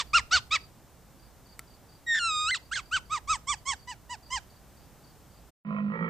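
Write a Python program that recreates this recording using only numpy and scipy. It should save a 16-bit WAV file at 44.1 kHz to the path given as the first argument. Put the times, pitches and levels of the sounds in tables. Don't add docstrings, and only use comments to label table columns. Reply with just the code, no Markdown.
import sys
import numpy as np
from scipy import signal
from scipy.fft import rfft, irfft, next_fast_len
from scipy.io import wavfile
from scipy.ndimage import map_coordinates

SR = 44100
rng = np.random.default_rng(int(sys.argv[2]) if len(sys.argv) > 2 else 0)


def wav_out(sig):
    wavfile.write(sys.argv[1], SR, np.round(np.clip(np.atleast_2d(sig).T, -1, 1) * 32767).astype(np.int16))


N = 268613
TIME = np.arange(N) / SR

# (frequency [Hz], relative level [dB])
WIND_SPECTRUM = [(20, -14), (60, 3), (90, -4), (130, -1.5), (200, -7.5), (450, -13), (750, -13),
                 (1100, -17), (2400, -26), (4000, -27), (8500, -26), (10000, -30.5), (12500, -28),
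                 (15500, -30.5)]
RUMBLE_SPECTRUM = [(20, -12), (40, -13.5), (58, 4), (80, -7.5), (130, -13.5), (250, -29.5),
                   (1000, -90.5)]
# (frequency [Hz], correlation [0-1])
WIND_LIKENESS = [(60, .6), (150, .85), (700, .85), (3000, 0.98), (8000, 0.22), (14000, 0.6)]
# (frequency [Hz], left over right [dB])
WIND_BALANCE = [(60, -4), (160, -1), (430, -2), (1160, 0.5), (3130, 0.5), (8410, 0.0)]
AHEAD_BALANCE = [(60, -4.5), (140, 0.0), (310, -0.5), (710, 0.5), (1620, 0.5), (3690, -2.5), (8410, -5.0)]
RIGHT_BALANCE = [(60, -2.5), (140, -0.5), (310, -1.5), (710, -0.5), (1620, -2.5), (3690, -4.0), (8410, -10)]

# (start [s], top [s], end [s],
# top pitch [Hz], level [dB], 2nd partial [dB], 3rd [dB], 4th [dB], upper partials [dB], soft start [dB],
# rasp [dB], side in the second run [0 ahead, 1 right])
WHISTLE_CALLS = [(-.075, -0.034, 0.033, 1454, -19, -6.5, -13.5, -15, -17.5, -12, -19, 0),
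                 (.131, 0.158, .21, 1415, -16, -4.5, -17, -14.5, -21, -6.5, -23, 0.16),
                 (.308, .344, .4, 1529, -19, -10, -0.5, -9, -20.5, -15.5, -18, 0),
                 (.506, 0.542, 0.58, 1303, -23.5, 3.5, -2, -8, -17.5, -17, -17.5, 0),
                 (2.711, 2.745, 2.818, 1743, -28, -3.5, -12, -16, -17.5, -10, -23, 0.96),
                 (2.909, 2.948, 2.996, 1562, -23, -7, -12, -18.5, -14.5, -21.5, -25.5, 0.17),
                 (3.093, 3.134, 3.198, 1281, -24, -12.5, -18.5, -21.5, -21.5, -27, -27, 1),
                 (3.27, 3.311, 3.376, 1293, -21, -9.5, -17, -18.5, -14, -26, -28.5, 0.22),
                 (3.467, 3.505, 3.556, 1179, -25.5, -9.5, -7.5, -19, -10, -18.5, -30.5, 1),
                 (3.651, 3.694, 3.752, 1124, -28.5, -5, -6, -13.5, -9.5, -20.5, -27.5, 1),
                 (3.87, 3.9, 3.95, 1000, -38.5, -3, -7.5, -21, -13, -11.5, -22.5, 0.91),
                 (4.091, 4.122, 4.166, 996, -36, -4, -7.5, -18.5, -14, -15, -28.5, 1),
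                 (4.301, 4.345, 4.396, 1059, -30.5, -3.5, -4.5, -22, -11, -15.5, -28, 1)]
# (frequency [Hz], relative level [dB])
WHISTLE_THROAT = [(700, -1), (950, -6.5), (1300, -0.5), (1600, -4), (2050, -6.5), (2400, -6), (2850, -3.5),
                  (3150, -3.5), (3650, -2), (4150, -7.5), (4650, 0), (5400, -2.5), (8000, 6.5)]
RASP_SPECTRUM = [(500, -18.5), (750, -8.5), (1400, -8), (2000, -2), (2600, -1.5), (4300, -0.5), (7500, -5),
                 (8500, -14), (9500, -51.5)]
# (up [s], down [s], pitch factor [ratio], level change [dB])
REGISTER_FLIPS = [(2.052, 2.191, 1.216, 3.5), (2.51, 2.547, 1.295, 3), (2.738, 2.756, 1.22, -4.5)]
# (start [s], end [s], extra rasp [dB])
VOICE_TEARS = [(.168, .205, 4), (2.134, 2.205, 16.5), (2.479, 2.516, 11.5), (2.534, 2.582, 15.5),
               (2.75, 2.798, 9.5), (2.953, 3, 6.5)]

# (start [s], phrases [count], phrase spacing [s], level [dB])
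BIRD_BOUTS = [(.075, 1, 0, -58), (.58, 1, 0.021, -53), (1.2, 1, 0, -62.5), (1.465, 3, .215, -55),
              (2.6, 3, 0.23, -58), (3.525, 2, .243, -57.5), (4.235, 5, 0.27, -58)]
# (time [s], level [dB])
CLICK_HITS = [(1.593, -27)]
# (frequency [Hz], relative level [dB], time to fall 60 dB [s])
CLICK_MODES = [(1340, -16, 0.072), (1930, -6, 0.012), (2100, -2.5, 0.012), (4500, -8, 0.012),
               (7700, -1, 0.0067)]

# (time [s], lower-register pitch [Hz])
SQUEAL_TROUGH = [(2.2, 1434), (2.242, 1366), (2.27, 1351), (2.316, 1247), (2.38, 1226), (2.458, 1243),
                 (2.482, 1315), (2.49, 1410)]
# (frequency [Hz], gain [dB])
SQUEAL_FORMANTS = [(1250, 0), (1900, -48), (2600, -6.5), (3750, -6.5), (4900, -13), (6200, -23.5),
                   (7400, -13.5), (8600, -17.5), (10000, -39)]

# (time [s], chest level [dB], mouth level [dB])
GROAN_LEVELS = [(5.65, -40, -56), (5.694, -31, -44), (5.79, -35, -39.5), (5.84, -30.5, -50),
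                (5.906, -33, -47.5), (5.952, -36.5, -38), (5.986, -36.5, -38.5), (6.018, -26.5, -35.5),
                (6.09, -34.5, -36)]
# (frequency [Hz], width [Hz], gain [dB])
CHEST_MODES = [(158.5, 14, -6.5), (203.4, 13.6, 5.5)]
SHUT_MOUTH_MODES = [(380, 37, -12.5), (509, 63, -4), (654, 42, -1), (1022, 47, 0.5), (1220, 120, -3.5),
                    (1375, 39, 0.5), (1900, 90, -8), (2220, 120, -12), (2540, 100, -12), (3100, 100, -23.5)]
OPEN_MOUTH_MODES = [(367, 17, 1), (487, 140, -2.5), (571, 97, -3), (894, 42, -2), (1200, 110, -4.5),
                    (1333, 49, 2.5), (1904, 79, -4), (2106, 63, -12), (2253, 70, -8), (3220, 72, -26)]
# (frequency [Hz], relative level [dB])
RUSH_SPECTRUM = [(20, -13), (80, 1), (130, 5), (300, -9.5), (1500, -14), (4000, -30), (6000, -49),
                 (9000, -54), (12000, -81.5)]
# (frequency [Hz], left over right [dB])
GROAN_BALANCE = [(180, -4.5), (310, -6), (600, -9), (3000, -8)]
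# (frequency [Hz], lead of the left side [rad])
GROAN_PHASE_LEAD = [(340, 0), (780, 1.1), (1030, 1.4), (2580, 3.6), (4300, 6)]

SQUEAL_START_S, SQUEAL_TOP_S, SQUEAL_END_S = 2.062, 2.526, 2.582


def amp(db):
    return 10 ** (np.asarray(db) / 20)


def along(points, hz):
    knots_hz, values = np.transpose(points)
    return np.interp(np.log(hz + 1), np.log(knots_hz + 1), values)


def curves(rows):
    times, *columns = np.transpose(rows)
    return [np.interp(TIME, times, column) for column in columns]


def ramp(x):
    return np.clip(x, 0, 1)


def gate(start, end, fade_s):
    return ramp((TIME - start) / fade_s) * ramp((end - TIME) / fade_s)


def wobble(rate, size=N):
    knots = rng.standard_normal(int(size * rate / SR) + 4)
    return map_coordinates(knots, [np.arange(size) * rate / SR])


def phase_of(hz):
    return 2 * np.pi * np.cumsum(hz) / SR


def filtered(x, response):
    size = next_fast_len(N + SR // 2)
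    return irfft(rfft(x, size) * response(np.fft.rfftfreq(size, 1 / SR)), size)[..., :N]


def noise(spectrum):
    x = filtered(rng.standard_normal(N), lambda hz: amp(along(spectrum, hz)))
    return x / np.sqrt(np.mean(x ** 2) + 1e-20)


def panned(x, balance):
    return filtered(x, lambda hz: amp(np.outer([.5, -.5], along(balance, hz))))


def scatter(x, t60, delay_s):
    t = np.arange(SR // 2) / SR
    tail = rng.standard_normal(len(t)) * amp(-60 * t / t60) * (t > delay_s)
    return signal.fftconvolve(x, tail / np.linalg.norm(tail))[:N]


def wind(level_db=-55.5):
    width = lambda hz: np.arccos(np.clip(along(WIND_LIKENESS, hz), -1, 1)) / 2
    mid = filtered(noise(WIND_SPECTRUM), lambda hz: np.cos(width(hz)))
    side = filtered(noise(WIND_SPECTRUM), lambda hz: np.sin(width(hz)))
    return amp(level_db + .4 * wobble(1.7)) * np.array([mid + side, mid - side])


def rumble(rest_db=-67, squeal_db=-60, lag_s=.055, width_s=.059, spread=.67):
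    swells = sum(amp(-33.5 + .65 * db) / (1 + ((TIME - start - lag_s) / width_s) ** 2) ** 2
                 for start, _, _, _, db, *_ in WHISTLE_CALLS)
    level = amp(rest_db) + swells + amp(squeal_db) * gate(SQUEAL_START_S, SQUEAL_END_S, .1)
    centre, left, right = (noise(RUMBLE_SPECTRUM) for _ in range(3))
    return level * (centre + spread * np.array([left, right]))


def arch(distance, roundness=.8):
    return (1 + roundness) * distance ** 2 / (distance + roundness)


def voice_breaks(flip_s=.0044, tear_s=.014):
    flipped = np.array([gate(up - flip_s / 2, down + flip_s / 2, flip_s)
                        for up, down, _, _ in REGISTER_FLIPS])
    _, _, ratio, db = np.transpose(REGISTER_FLIPS)
    tear_db = sum(extra_db * gate(start, end, tear_s) for start, end, extra_db in VOICE_TEARS)
    return flipped.sum(0), 1 + (ratio - 1) @ flipped, db @ flipped, tear_db


def whistles(easy_hz=935, end_ratio=.7, fade_db=-23, tail_bright_db=9, tail_rasp_db=11, fray_db=15):
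    voice, rasp = np.zeros(N), np.zeros(N)
    _, flip_ratio, flip_db, tear_db = voice_breaks()
    for start, top, end, top_hz, db, *low_partials_db, upper_db, soft_db, hoarse_db, _ in WHISTLE_CALLS:
        span = (TIME >= start) & (TIME < end)
        t = TIME[span]
        waver = lambda rate: np.resize(wobble(rate, size=SR // 4), len(t))
        to_top = ramp((top - t) / (top - start))
        fall = ramp((t - top) / (end - top))
        rasp_db = hoarse_db + tear_db[span]
        start_hz = easy_hz + .32 * (top_hz - easy_hz) + 7 * (hoarse_db + 25)
        drop_hz = (top_hz - start_hz) * arch(to_top) + (top_hz - end_ratio * start_hz) * arch(fall)
        pitch = flip_ratio[span] * (top_hz - drop_hz)
        jitter = .0049 + .039 * fall ** 2 + .069 * amp(rasp_db)
        phase = phase_of(pitch * (1 + jitter * waver(700)))
        partial = lambda k: np.cos(k * phase + rng.uniform(0, 2 * np.pi))
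        ragged_db = (.5 + 3 * fall ** 2) * waver(260)
        taper = ramp((t - start) / .007) * ramp((end - t) / .016)
        level = taper * amp(db + flip_db[span] + soft_db * to_top ** 2 + fade_db * fall ** 2 + ragged_db)
        flare_db = lambda k: along(WHISTLE_THROAT, k * pitch) - along(WHISTLE_THROAT, k * top_hz)
        tone = amp(flare_db(.93)) * np.cos(phase)
        for k in range(2, 11):
            base_db = low_partials_db[k - 2] if k < 5 else upper_db - 3 * np.log2(k * pitch / 6500)
            flicker_db = 3 * waver(70.5)
            tone += amp(base_db + flare_db(k) + tail_bright_db * fall ** 2 + flicker_db) * partial(k)
        halves = sum(amp(along(RASP_SPECTRUM, k * pitch)) * partial(k) for k in np.arange(6) + .5)
        halves_db = 22 + 2.184 * hoarse_db + fray_db * fall + 2.5 * waver(54)
        voice[span] += level * (tone + amp(halves_db) * halves)
        rasp[span] += level * amp(rasp_db + tail_rasp_db * fall) * (1 + .36 * np.cos(phase))
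    return voice + 1.34 * rasp * noise(RASP_SPECTRUM)


def marmots(ground_db=-17, slope_db=-27, edge_hz=8400):
    direct = filtered(whistles() + squeal(), lambda hz: 1 / np.sqrt(1 + (hz / edge_hz) ** 64))
    ground = np.array([scatter(direct, t60=.085, delay_s=.002) for _ in range(2)])
    slope = np.array([scatter(direct, t60=.27, delay_s=.03) for _ in range(2)])
    calls = direct + amp(ground_db) * ground + amp(slope_db) * slope
    right, = curves([(s, ramp(side)) for start, _, end, *_, side in WHISTLE_CALLS for s in (start, end)])
    right *= TIME > SQUEAL_END_S + .1
    return panned(calls * (1 - right), AHEAD_BALANCE) + panned(calls * right, RIGHT_BALANCE)


def bird(note_hz=4790, droop_hz=460, note_s=.017, step_s=.031, phrase_fade_db=-1.6, blur_db=-4):
    song = np.zeros(N)
    phrases = [(start + n * spacing, db + n * phrase_fade_db)
               for start, count, spacing, db in BIRD_BOUTS for n in range(round(count))]
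    for start, db in phrases:
        for k in range(3):
            span = abs(TIME - start - k * step_s) < note_s / 2
            progress = np.linspace(0, 1, span.sum())
            pitch = note_hz * (1 + .012 * rng.normal()) - droop_hz * progress ** 2
            note = np.sin(np.pi * progress) * np.sin(phase_of(pitch))
            song[span] += amp(db + 2.5 * rng.normal()) * note
    return np.array([song + amp(blur_db) * scatter(song, t60=.14, delay_s=.005) for _ in range(2)])


def click(ring_db=-3, crack_db=-5, crack_t60=.013):
    out, t = np.zeros(N), np.arange(SR // 10) / SR
    for start, db in CLICK_HITS:
        ring = sum(amp(mode_db - 60 * t / t60) * np.sin(2 * np.pi * hz * t)
                   for hz, mode_db, t60 in CLICK_MODES)
        crack = amp(crack_db - 60 * t / crack_t60) * rng.standard_normal(len(t))
        out[round(start * SR):][:len(t)] += amp(db) * (amp(ring_db) * ring + crack)
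    return out


def squeal_contour(sag_hz_per_s=980, top_hz=1613, end_hz=772, base_db=-28, fade_db=-34, attack_s=.04):
    trough, = curves(SQUEAL_TROUGH)
    first_s, (last_s, last_hz) = SQUEAL_TROUGH[0][0], SQUEAL_TROUGH[-1]
    to_top = ramp((SQUEAL_TOP_S - TIME) / (SQUEAL_TOP_S - last_s))
    fall = ramp((TIME - SQUEAL_TOP_S) / (SQUEAL_END_S - SQUEAL_TOP_S))
    pitch = trough + sag_hz_per_s * np.maximum(first_s - TIME, 0)
    pitch += (top_hz - last_hz) * (1 - arch(to_top)) - (top_hz - end_hz) * arch(fall)
    flipped, flip_ratio, flip_db, tear_db = voice_breaks()
    attack = ramp((TIME - SQUEAL_START_S) / attack_s)
    since_drop = TIME - REGISTER_FLIPS[0][1]
    falter_db = -7 * (1 - flipped) * np.exp(-(since_drop / .026) ** 2)
    effort_db = .0106 * (trough - np.mean(SQUEAL_TROUGH, axis=0)[1])
    level = attack * amp(base_db + effort_db + flip_db + falter_db + fade_db * fall ** 2)
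    overtone_db = 4 - 7 * flipped + 14 * fall
    roughness = amp(-23 + tear_db)
    return pitch * flip_ratio, level, overtone_db, roughness


def squeal(flutter_hz=175, flutter_depth=.42, jitter=.038, grit=.68):
    pitch, level, overtone_db, roughness = squeal_contour()
    flutter = np.sin(phase_of(flutter_hz * (1 + .12 * wobble(60))))
    drift = .001 * wobble(120)
    phase = phase_of(pitch * (1 + drift + jitter * roughness * (flutter + wobble(600))))
    partial = lambda k: np.cos(k * phase) * (1 + grit * np.sqrt(k) * roughness * wobble(700))
    overtones = sum(amp(along(SQUEAL_FORMANTS, k * pitch) + wobble(40)) * partial(k) for k in range(2, 8))
    tone = (partial(1) + amp(overtone_db) * overtones) * (1 + flutter_depth * roughness * flutter)
    rasp = .16 * roughness * noise(RASP_SPECTRUM)
    return level * gate(SQUEAL_START_S, SQUEAL_END_S, .0032) * (tone + rasp)


def resonances(modes, hz):
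    return sum((-1) ** k * amp(db) * 1j * hz * width / (centre ** 2 - hz ** 2 + 1j * hz * width)
               for k, (centre, width, db) in enumerate(modes))


def groan(start_s=5.649, jaw_opens_s=5.88, shut_hz=51.83, open_hz=57.16, hoarse_db=-22, rush_db=-54):
    chest_db, mouth_db = curves(GROAN_LEVELS)
    jaw = ramp((TIME - jaw_opens_s) / .06)
    pulse_hz = (shut_hz + (open_hz - shut_hz) * jaw) * (1 + .025 * wobble(70))
    cycles = np.cumsum(pulse_hz * (TIME >= start_s)) / SR
    pulses = np.diff(np.ceil(cycles), prepend=0) * (TIME < TIME[-1] - .01)
    unit_rms = lambda x: x / np.sqrt(np.mean(x[TIME >= start_s] ** 2))
    chest = filtered(pulses, lambda hz: resonances(CHEST_MODES, hz) * resonances([(179, 43, 0)], hz))
    puffs = pulses * amp(.78 * wobble(50))
    puffs += amp(hoarse_db) * (cycles > 0) * np.exp(-6 * (cycles % 1)) * rng.standard_normal(N)
    through = lambda modes: unit_rms(
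        filtered(puffs, lambda hz: resonances(modes, hz) / (1 + (hz / 4300) ** 6)))
    mouth = np.sqrt(1 - jaw) * through(SHUT_MOUTH_MODES) + np.sqrt(jaw) * through(OPEN_MOUTH_MODES)
    mouth += amp(-2) * scatter(mouth, t60=.093, delay_s=.0036)
    rush = amp(rush_db) * noise(RUSH_SPECTRUM) * gate(start_s, TIME[-1], .024)
    voice = amp(chest_db) * unit_rms(chest) + amp(mouth_db) * unit_rms(mouth) + rush
    left_lead = lambda hz: np.exp(1j * np.outer([.5, -.5], along(GROAN_PHASE_LEAD, hz)))
    return filtered(panned(voice, GROAN_BALANCE), left_lead)


def scene(cut_s=5.507):
    meadow = marmots() + bird() + click() + panned(wind() + rumble(), WIND_BALANCE)
    return meadow * gate(-1, cut_s, .012) + groan()


def record(dry, top_hz=15500):
    return filtered(dry, lambda hz: hz < top_hz)


dry = scene()
out = record(dry)
wav_out(out)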